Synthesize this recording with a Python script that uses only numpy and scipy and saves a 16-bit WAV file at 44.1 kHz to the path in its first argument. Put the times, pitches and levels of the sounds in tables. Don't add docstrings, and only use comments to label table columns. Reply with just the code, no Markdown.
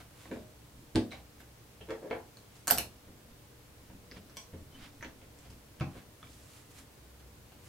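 import sys
import numpy as np
from scipy import signal
from scipy.io import wavfile
from scipy.ndimage import uniform_filter1d

SR = 44100
rng = np.random.default_rng(int(sys.argv[2]) if len(sys.argv) > 2 else 0)


def transcribe(u):
    v = np.clip(np.atleast_2d(u).T, -1, 1)
    q = np.round(v * 32767).astype(np.int16)
    wavfile.write(sys.argv[1], SR, q)


def voltage_ratio(decibels):
    exponent = np.asarray(decibels, float) / 20
    return 10 ** exponent


N = 339040

# hz, level_db_per_hz
FLOOR_SPECTRUM = [(15, -41), (25, -13.5), (113, -3), (221, -16), (247, -15.5), (298, -12), (471, -13.5),
                  (510, -16), (616, -16), (785, -18), (1060, -18.5), (1210, -20.5), (15600, -30)]
FLOOR_DB = -57.5
# hz, correlation
FLOOR_LIKENESS = [(60, 0.96), (180, 0.82), (550, 0.31), (1650, 0.11), (4970, 0.029), (15000, 0.37)]
# hz, width_hz, level_db
HUM_LINES = [(117.2, 25, -66), (220.5, 11.5, -72.5), (294.5, 3.7, -72.5), (427, 9, -81), (482.4, 5.3, -74),
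             (580, 5.9, -79)]
# peak_s, rise_s, fall_s, level_db
MACHINE_LOADS = [
    (.02, .02, 0.99, -62),
    (1.25, .4, 0.91, -60),
    (3.6, 1.3, 0.49, -72),
    (4.56, 0.35, .25, -60),
    (5.65, 0.95, 0.18, -59.5),
    (7.0, 1.4, 1, -61),
]
MACHINE_IDLE_DB = -86
# hz, t60_s, level_db
ROOM_TAIL = [(60.3, 1, -12), (247, 0.27, -4.5), (635, 0.33, 6), (2000, 0.21, 8.5), (6300, 0.25, 6.5),
             (15000, 0.19, 2)]
# delay_s, left_db, right_db, right_lag_samples
WALL_ECHOES = [
    (0, -17, -18, 0),
    (.0066, -2, -1, 1),
    (0.013, -18, -15.5, -2),
    (0.0177, -28.5, -32, 2),
]
BAND_EDGE_HZ = 15900
UNSHADED_DB = -14
LEFT_SHADE_DB_PER_KHZ = -0.9
PORT_SPREAD_DB = 1.2
STROKE_ENDS_DB = -15.5

# hz, level_db, t60_s
BENCH_MODES = [(67.7, -3.5, 0.17), (87, -9, 0.42), (104.7, 4, 0.11), (183.9, -11, 0.3)]
# hz, level_db, t60_s
CORNER_MODES = [(54.3, -3.5, 0.1), (84.3, 3, 0.35), (146.6, 4, 0.1), (185, -10, 0.23)]
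# hz, level_db, t60_s
CASE_MODES = [(216.1, -4, 0.24), (247.7, -1, 0.17), (320.6, -1.5, 0.14), (369, -2, 0.14),
              (433.8, -4.5, 0.16), (541.3, -7, 0.13), (618, -29, 0.76)]
# hz, level_db, t60_s
BOARD_MODES = [(255, -15, 0.32), (341.4, -3, 0.14), (425, -4, 0.13), (446, -5, 0.1), (524, -4, 0.094),
               (665, -11.5, 0.063)]
# hz, level_db, t60_s
TRAY_MODES = [(700, -2, .04), (840, -3, .035), (980, -1, .02), (1150, -2, .015), (1320, -4, .012),
              (1560, -1, .012), (1780, -3, .012), (2020, -6, .012), (2280, -7, .012), (2750, -11, .008),
              (3200, -11, .008), (4000, -14, .006)]
# hz, level_db, t60_s
BAR_MODES = [(1460, -3, .012), (2150, -6, .006), (3010, -8, .016), (4300, -2, .012), (5350, -5, .008),
             (6100, -6, .012), (7010, -8, .008), (8300, -7, .008), (9230, -4, .012), (10100, -9, .008),
             (11400, -7, .008), (12100, -5, .012), (12800, -4, .01), (13200, -4, .01), (13900, -3, .015),
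             (14450, -5, .01), (15500, -12, .006)]
# hz, level_db, t60_s
SOCKET_MODES = [(1030, -17, 0.028), (1750, -11, 0.0075), (2300, -4, 0.014), (3400, 5, 0.0057),
                (4400, 2.5, 0.0054), (4900, 0, 0.0086), (5800, -7, 0.015), (7000, -12, 0.0086),
                (8040, -7, 0.014), (10350, -9, .005), (12900, -7, 0.0054)]
# hz, level_db, t60_s
LID_MODES = [(60, -10, 0.24), (110, -6, 0.26), (221.5, -8.5, 0.35), (247.2, -4, 0.33), (293.4, -7, 0.29),
             (323.2, 3.5, .22), (362, -8, .25), (391, -8, 0.24), (432.3, -11, 0.26), (486, -15, 0.34),
             (557, -20, 0.36), (630, -19, 0.32), (702, -25, 0.34), (756, -21, .25)]
# hz, level_db, t60_s
PLANK_MODES = [(340.5, -1.5, .13), (444.5, -1, 0.11), (530, -6, .2), (630, -11, .1), (830, -20, 0.073)]
# hz, level_db, t60_s
EDGE_MODES = [(247, -14, .4), (333, -9, .06), (453, -3.5, 0.19), (500, -7, 0.21), (690, 3.5, .045),
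              (850, -5, 0.079), (960, -17, 0.17), (1200, -15, .1), (1400, -16, .05), (2730, -16, 0.027),
              (4200, -17, .015)]
# hz, level_db, t60_s
BASE_MODES = [(88, -6.5, .22), (131.8, 3, 0.12), (150, -3.5, .16), (183, -11.5, 0.24), (268.7, -16.5, 0.27),
              (331.6, -10.5, 0.19), (743, -16.5, 0.18)]
# hz, level_db, t60_s
SLEEVE_MODES = [(1070, -8, 0.45), (3200, -5, 0.14), (5570, -6, .18), (5670, -2, .22), (5900, -4, .25),
                (5945, -1.5, .24), (6020, 0, .2), (7760, -11, .18), (7950, -11, .22), (8100, -7, .25),
                (8060, -9, .2), (8240, -13, .15)]

# start_s, level_db, contact_s
LID_HITS = [
    (.9527, -17, 0.0058),
    (0.28, -49, .006),
    (2.712, -39.5, .006),
]
# start_s, level_db, contact_s
PLANK_HITS = [
    (1.889, -38, 0.0033),
    (1.9, -36.5, 0.0043),
    (1.918, -33, .004),
    (1.94, -37, .004),
    (2.02, -46, .004),
    (2.054, -41, .005),
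    (2.078, -51, .005),
]
# start_s, level_db, contact_s
EDGE_HITS = [
    (2.1106, -25, 0.00047),
    (2.128, -35.5, .002),
]
# start_s, level_db, contact_s
BASE_HITS = [
    (5.8084, -24, 0.0056),
    (5.868, -34.5, 0.0067),
    (5.955, -45, 0.0054),
    (6.229, -47, .003),
]
# start_s, level_db, contact_s
SLEEVE_HITS = [
    (4.3693, -39, .0004),
    (4.408, -50.5, .005),
]

# peak_s, rise_s, fall_s, level_db
HAND_LEANS = [(.77, 0.068, 0.18, -55), (2.959, 0.031, 0.054, -61), (3.104, 0.07, 0.12, -57.5),
              (3.31, 0.09, 0.14, -57.5), (3.95, 0.36, 0.16, -56.5), (4.251, .14, 0.36, -62),
              (4.63, 0.033, 0.054, -51), (4.8, .1, .3, -51), (5.05, 0.099, 0.32, -53),
              (5.55, 0.29, 0.25, -60), (5.94, 0.035, 0.07, -52), (6.22, 0.059, 0.42, -60),
              (6.802, 0.43, 0.16, -64), (7.025, 0.062, .06, -65), (7.57, 0.327, .06, -70),
              (7.68, 0.0464, .03, -56)]
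# (bright over dull share, 8.2 dB per unit)
SKIN_RUBS = [(.003, 0.0029, 0.057, -56, -0.7), (.22, 0.13, 0.17, -57.5, -0.3), (.335, 0.016, 0.12, -57, -1),
             (1.124, 0.026, 0.09, -51, -8), (1.407, 0.018, 0.043, -58, -0.5), (2.56, 0.057, .12, -61, 0),
             (4.173, 0.032, 0.034, -54.5, -6), (4.85, 0.13, 0.067, -52, -2.1),
             (5.46, 0.097, 0.026, -61.5, -1), (5.506, 0.0097, .07, -65, 2),
             (5.98, 0.082, 0.067, -57.5, -0.9), (6.33, 0.17, 0.27, -62, 1.5),
             (6.57, 0.31, 0.14, -58.5, 0.2), (6.714, 0.026, 0.024, -59.5, .5), (6.79, 0.082, 0.062, -54, 0),
             (7.204, .015, 0.018, -61, -1), (7.68, 0.1, .03, -59, 0)]
# time_s, pitch_hz, level_db
SQUEAK_CURVE = [
    (4.718, 3090, -72),
    (4.728, 3080, -61),
    (4.74, 3080, -72),
    (4.752, 3026, -51.5),
    (4.772, 3090, -66),
    (4.784, 3050, -74),
]
# peak_s, rise_s, fall_s, level_db
HANDLE_DRAGS = [
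    (1.814, 0.013, 0.043, -52),
    (1.912, 0.04, 0.12, -46),
    (2.026, .02, 0.12, -42),
    (2.112, 0.015, 0.042, -37),
]
# start_s, pitch_hz, level_db, t60_s
SLOT_PINGS = [(0.9584, 4750, -33, 0.0053), (0.9567, 1670, -33, 0.0063), (0.959, 980, -32.5, 0.0063),
              (5.811, 2300, -39, 0.006), (2.11, 2180, -35.5, 0.011), (1.115, 3910, -42.5, 0.017),
              (1.121, 2230, -41, 0.014), (1.14, 716, -43, 0.018), (1.812, 2980, -46, .008),
              (2.371, 4400, -51, 0.0045), (2.784, 2970, -38.5, 0.013), (1.403, 1770, -51, .006),
              (2.1107, 900, -35, 0.0052), (2.678, 1280, -25, 0.0066), (2.679, 9200, -31, .015),
              (2.7096, 2100, -25.5, 0.0053), (2.7035, 14000, -31, .005), (2.7092, 12970, -12, 0.0086),
              (2.721, 13050, -30, .012), (2.7845, 12850, -23, 0.0067), (4.114, 5100, -44, 0.004),
              (4.165, 3020, -55, .015), (5.026, 6030, -43, 0.0046), (5.027, 1860, -30, 0.0032),
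              (6.229, 1270, -49, 0.013), (6.23, 3400, -49, 0.0067)]
# start_s, pitch_hz, level_db, t60_s
OPEN_PINGS = [(2.672, 6860, -31, .006), (2.672, 9100, -36, .006), (2.672, 1350, -33, 0.0069),
              (2.6795, 9300, -32, .07), (2.6795, 6300, -25, .012), (2.7022, 1600, -23, 0.007),
              (2.703, 4900, -27, .007), (2.7033, 14100, -22, .008), (2.7083, 2900, -27, .012),
              (2.7095, 4560, -24.5, .012), (2.7108, 1000, -31.5, 0.018), (2.717, 9100, -30, 0.027),
              (2.777, 5500, -28, .01), (2.776, 1310, -35, 0.0069), (2.7828, 8020, -33, 0.017),
              (2.7832, 2940, -34, 0.03), (2.7833, 5880, -35.5, 0.069), (5.7995, 3030, -48, .005),
              (5.7995, 9500, -47, .003), (5.7995, 13000, -54, .003), (5.81, 2560, -44, .01),
              (6.229, 1270, -48.5, 0.019), (6.228, 3400, -49, .015), (6.241, 2300, -50, .015),
              (6.269, 2330, -56, .04), (2.371, 4400, -49, 0.0072), (.82, 328, -53.5, .08),
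              (4.1133, 2050, -42.5, .006), (4.1133, 4900, -44, .005), (4.12, 2000, -43, .006),
              (4.12, 5000, -46, .005), (4.174, 2990, -54, .04), (5.009, 1900, -46, .012),
              (5.0325, 2000, -42, .008), (5.0365, 2050, -41, .008), (5.047, 1950, -42, 0.011),
              (5.053, 1750, -44, .008), (.9575, 4950, -31, .008), (.957, 4250, -32, .012),
              (.9575, 7100, -40, .008), (.962, 860, -38, .15), (2.704, 700, -31, .15),
              (2.712, 840, -34, .1), (2.778, 700, -38, .1), (5.8095, 5200, -50, 0.0069),
              (5.812, 1300, -44, .05), (2.113, 2300, -44, .15), (1.808, 600, -48, .02),
              (1.108, 4100, -52, .015), (1.121, 2100, -47, .03), (1.12, 5800, -53, .03),
              (1.14, 2300, -51, .03), (.255, 2000, -52, .012), (1.403, 1780, -56, .012),
              (1.403, 12500, -55, .02), (4.297, 5900, -61, .03), (2.7093, 13070, -15, .022),
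              (2.7195, 13010, -24, .03), (2.7838, 12900, -26, 0.018)]

# start_s, tick_db, bench_db, case_db, tray_db
PUSHES = [
    (0.0034, -46, -52, -55, -50.5),
    (0.3598, -65, -51, -41.5, -50.5),
    (3.0789, -67, -58, -51, -59),
    (3.8999, -64, -47.5, -54, -54),
    (4.1651, -60, -48, -48.5, -57),
    (5.9544, -66, -51, -46, -51),
    (5.9744, -50, -58, -59, -52.5),
    (6.2282, -53, -54, -64, -69),
    (6.2424, -65, -65, -62, -58),
]
# start_s, tick_db, bench_db, case_db, tray_db
SNAPS = [(0.2558, -49, -63, -53, -51.5), (0.3143, -37.5, -46, -32, -40), (1.1337, -52, -65, -53, -47),
         (1.4043, -54, -60, -58, -55), (4.1137, -42.5, -63, -49.5, -58), (4.144, -52, -51, -77, -56),
         (4.2971, -48.5, -63, -61, -60), (5.0116, -48, -54, -57, -68), (5.025, -45, -64, -64, -46),
         (5.0464, -39, -59, -42.5, -46.5), (5.2164, -49, -65, -55, -58.5), (5.4557, -49, -54, -54.5, -59),
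         (6.2714, -51, -63, -72, -68), (7.52, -51, -56, -63, -56)]
# start_s, tick_db, bench_db, case_db, tray_db
TICKS = [
    (0.9572, -24.5, -35.5, -33.5, -35.5),
    (1.1169, -44, -59, -48, -49),
    (2.3708, -47, -68, -80, -60),
    (5.3883, -47, -60, -75.5, -71),
    (5.5029, -46, -49, -57, -60),
]
# start_s, tick_db, bench_db, board_db, tray_db
TOUCHES = [
    (1.8108, -45, -48.5, -66, -52),
    (1.8875, -46, -66, -39, -45),
    (1.8965, -41, -68, -44, -44),
    (2.103, -49, -60, -54, -49),
    (1.9059, -37.5, -58, -33.5, -40),
    (1.9194, -50, -65, -43, -41),
    (2.1102, -37.5, -60, -52, -32),
    (2.1294, -45, -56, -47, -36),
    (2.151, -58, -52, -38, -42.5),
    (2.1745, -63, -56, -53, -46.5),
]
# start_s, tick_db, bench_db, case_db, tray_db
SEATS = [
    (4.5357, -58, -43, -42, -50.5),
    (5.7995, -42.5, -47, -56, -55),
    (5.8091, -33.5, -49, -43, -37.5),
    (5.8172, -45, -46, -42, -38),
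]
# start_s, tick_db, bench_db, case_db, tray_db
DROPS = [
    (2.6792, -18, -52, -41, -37.5),
    (2.7089, -15.5, -55, -39.5, -30),
]
# start_s, tick_db, bench_db, case_db, tray_db
BOUNCES = [
    (2.7205, -29, -40, -37.5, -45),
    (2.7833, -23.5, -42, -40, -37),
]
# start_s, tick_db, bench_db, case_db, tray_db
CLINKS = [
    (4.3695, -30, -55.5, -53.5, -52),
]
PUSH_HZ, SNAP_HZ, TICK_HZ, TOUCH_HZ, SEAT_HZ = 1250, 1900, 4400, 1850, 2100
DROP_HZ, BOUNCE_HZ, CLINK_HZ = 9100, 4200, 4940


def evened(x):
    return x / np.sqrt(np.mean(x ** 2) + 1e-20)


def read(points, hz, column=1):
    points = np.array(points)
    return np.interp(np.log(hz + 1), np.log(points[:, 0] + 1), points[:, column])


def add(mix, start_s, sound):
    part = mix[..., max(round(start_s * SR), 0):][..., :sound.shape[-1]]
    part += sound[..., :part.shape[-1]]


def band(x, lo_hz, hi_hz):
    return signal.sosfilt(signal.butter(2, [lo_hz, min(hi_hz, 20000)], "band", fs=SR, output="sos"), x)


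def stroke(peak_s, rise_s, fall_s, db, *rest):
    u = np.linspace(-1, 1, 11)
    time_s = peak_s + u * np.where(u < 0, rise_s, fall_s)
    return np.transpose([time_s, db + STROKE_ENDS_DB * abs(u), *[c + 0 * u for c in rest]])


def span(rows):
    s, *columns = np.transpose(rows)
    t = np.arange(s[0], s[-1], 1 / SR)
    return s[0], signal.windows.tukey(len(t), .15), [np.interp(t, s, c) for c in columns]


def drone(hz, width_hz):
    pole = np.exp(-np.pi * width_hz / SR)
    noise = [1, 1j] @ rng.standard_normal((2, N)) + 0.91 * np.sqrt(width_hz / SR)
    slow = signal.lfilter([1], [1, -pole], noise)
    return evened((slow * np.exp(2j * np.pi * hz * np.arange(N) / SR)).real)


def machine():
    t = np.arange(N) / SR
    gain = voltage_ratio(MACHINE_IDLE_DB)
    for row in MACHINE_LOADS:
        gain = gain + voltage_ratio(np.interp(t, *stroke(*row).T, left=-99, right=-99))
    return gain * drone(64, 0.59)


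def floor():
    frames, hz = N // 512 + 5, np.fft.rfftfreq(2048, 1 / SR)
    a, b, c, d, patches = rng.standard_normal((frames, 1025, 5)).T
    patches = evened(uniform_filter1d(uniform_filter1d(patches, 12, 0), 7, 1))
    same = np.clip(read(FLOOR_LIKENESS, hz), -1, 1)[:, None]
    left = a + 1j * b
    right = same * left + np.sqrt(1 - same ** 2) * (c + 1j * d)
    z = np.array([left, right]) * voltage_ratio(read(FLOOR_SPECTRUM, hz)[:, None] + .5 * patches)
    air = voltage_ratio(FLOOR_DB) * evened(signal.istft(z, nperseg=2048, noverlap=1536)[1][:, :N])
    hum = sum(voltage_ratio(db) * drone(f, width_hz) for f, width_hz, db in HUM_LINES)
    return air + machine() + hum


def room(x):
    taps = np.zeros((2, SR // 2))
    slots = np.arange(360, SR // 2 - 20, 20)
    at = slots + rng.integers(0, 20, (2, len(slots)))
    np.put_along_axis(taps, at, rng.choice([-1., 1.], at.shape), 1)
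    hz, t, z = signal.stft(taps, SR, nperseg=256)
    decay_db = read(ROOM_TAIL, hz, column=2)[:, None] - 60 * t / read(ROOM_TAIL, hz)[:, None]
    tail = 0.14 * signal.istft(z * voltage_ratio(decay_db), SR, nperseg=256)[1]
    for s, left_db, right_db, lag in WALL_ECHOES:
        tail[0, round(s * SR)] += voltage_ratio(left_db)
        tail[1, round(s * SR + lag)] += voltage_ratio(right_db)
    low = signal.sosfiltfilt(signal.butter(1, 1200, fs=SR, output="sos"), tail[1] - tail[0])
    tail += 0.37 * np.array([low, -low])
    tail[0] -= 0.38 * band(tail[0], 9900, 16800)
    lead = round(WALL_ECHOES[1][0] * SR)
    return signal.fftconvolve(x[None], tail, axes=1)[:, lead:lead + N]


def slips(count, per_s, spread_db):
    u, e, g = rng.random(count), rng.exponential(1, count), rng.standard_normal(count)
    return (u < per_s / SR) * voltage_ratio(spread_db * np.minimum(e, 4)) * g


def rub(rows):
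    s, edge, (db, tilt_db) = span(rows)
    grains = np.array([slips(len(db), 9000, 1.0), slips(len(db), 9000, 2.6)])
    dull = evened(band(grains, 600, 3800))
    bright = evened(band(grains, 2300, 10000))
    share = voltage_ratio(8.2 * tilt_db)
    x = (dull + share * bright) / np.sqrt(1 + share ** 2)
    return s, voltage_ratio(db) * edge * evened(x + 0.27 * x[::-1])


def squeak():
    s, edge, (hz, db) = span(SQUEAK_CURVE)
    phase = 2 * np.pi * np.cumsum(hz) / SR
    return s, voltage_ratio(db) * edge * (np.sin(phase) + 0.19 * np.sin(2 * phase))


def ring(modes, chance, contact_s=0.0034, spread_db=1.5, detune=0.0067):
    hz, db, t60 = np.transpose(modes)[:, :, None]
    t = np.arange(0, min(t60.max(), .5), 1 / SR)
    a, b = chance[:len(modes), None], chance[-len(modes):, None]
    decay = voltage_ratio(db + spread_db * a - 60 * t / t60)
    waves = decay * np.sin(2 * np.pi * hz * (1 + detune * b) * t)
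    x = waves.sum(0) * (1 - np.exp(-t / contact_s))
    return x / abs(x).max()


def scrape(rows, modes, per_s, t60_scale):
    s, edge, (db,) = span(rows)
    body = ring([(f, d, t60 * t60_scale) for f, d, t60 in modes], np.zeros(len(modes)))
    jolts = slips(len(db), per_s, 1.6)
    return s, voltage_ratio(db) * edge * evened(signal.oaconvolve(jolts, body)[:len(db)])


def slot_pings():
    out = np.zeros(N)
    for s, hz, db, t60 in SLOT_PINGS:
        add(out, s, voltage_ratio(db) * ring([(hz, 0, min(t60, .016))], np.zeros(1), .0003))
    return out


def rings():
    out = np.zeros((2, N))
    bodies = [(LID_MODES, LID_HITS), (PLANK_MODES, PLANK_HITS), (EDGE_MODES, EDGE_HITS),
              (BASE_MODES, BASE_HITS), (SLEEVE_MODES, SLEEVE_HITS)]
    for modes, hits in bodies:
        lean = (-1.) ** np.arange(len(modes))
        for s, db, contact_s in hits:
            ports = [ring(modes, side * lean, contact_s, PORT_SPREAD_DB, .001) for side in (1, -1)]
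            add(out, s, voltage_ratio(db) * np.array(ports))
    for s, hz, db, t60 in OPEN_PINGS:
        sides = voltage_ratio(np.array([[1], [-1]]) * LEFT_SHADE_DB_PER_KHZ * hz / 2000)
        ping = voltage_ratio(db) * ring([(hz, 0, t60)], np.zeros(1), 1 / hz)
        add(out, s, sides * np.array([ping, np.roll(ping, 1)]))
    return out


def blows(rows, hz, body, steel=None, tick_db=0, top=1.75, bench=BENCH_MODES):
    out, t = np.zeros(N), np.arange(2000) / SR
    chances = rng.standard_normal((len(rows), 2000))
    for (s, db, bench_db, body_db, tray_db), c in zip(rows, chances):
        click = (t == 0) + .25 * c * voltage_ratio(-60 * t / .004)
        crack = band(click, .55 * hz, top * hz)
        add(out, s, voltage_ratio(db + tick_db + 3.0) * crack / abs(crack).max())
        add(out, s, voltage_ratio(tray_db + 5) * ring(TRAY_MODES, c, 0.0006, 1.8, 0.035))
        add(out, s - .004, voltage_ratio(body_db + 2.5) * ring(body, c, 0.0064, 0.48, 0.0034))
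        add(out, s - .006, voltage_ratio(bench_db + 4.5) * ring(bench, c, 0.0095, 0.54))
        if steel:
            add(out, s, voltage_ratio(db) * ring(steel, c, .0001, spread_db=1.5, detune=0.004))
    return out


def dropped_bar():
    bar = blows(DROPS, DROP_HZ, CASE_MODES, BAR_MODES, tick_db=7.0, top=2.1)
    return bar + blows(BOUNCES, BOUNCE_HZ, CASE_MODES, BAR_MODES, tick_db=7.0, top=2.9)


def tool_blows():
    near = blows(PUSHES, PUSH_HZ, CASE_MODES)
    near += blows(SNAPS, SNAP_HZ, CASE_MODES)
    near += blows(TICKS, TICK_HZ, CASE_MODES, top=2.05)
    near += blows(TOUCHES, TOUCH_HZ, BOARD_MODES)
    near += blows(SEATS, SEAT_HZ, CASE_MODES, top=1.48, bench=CORNER_MODES)
    return near + blows(CLINKS, CLINK_HZ, CASE_MODES, SOCKET_MODES, tick_db=0.5, top=2.65)


def scene():
    bar = dropped_bar()
    near = tool_blows() + bar + slot_pings()
    for row in HANDLE_DRAGS:
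        add(near, *scrape(stroke(*row), BOARD_MODES + TRAY_MODES[:6], 300, 0.39))
    for row in HAND_LEANS:
        add(near, *scrape(stroke(*row), BENCH_MODES + CASE_MODES[:2], 400, 0.22))
    direct_bar = voltage_ratio(UNSHADED_DB) * np.roll(bar, -round(WALL_ECHOES[1][0] * SR))
    mix = room(near) + floor() + rings() + direct_bar
    add(mix, *squeak())
    for row in SKIN_RUBS:
        add(mix, *rub(stroke(*row)))
    return mix


def roll_off(x):
    return signal.sosfilt(signal.butter(12, 16600, fs=SR, output="sos"), x)


def record(dry):
    edge = signal.firwin(255, BAND_EDGE_HZ, window=("kaiser", 5), fs=SR)
    return roll_off(signal.oaconvolve(dry, edge[None], "same"))


dry = scene()
out = record(dry)
transcribe(out)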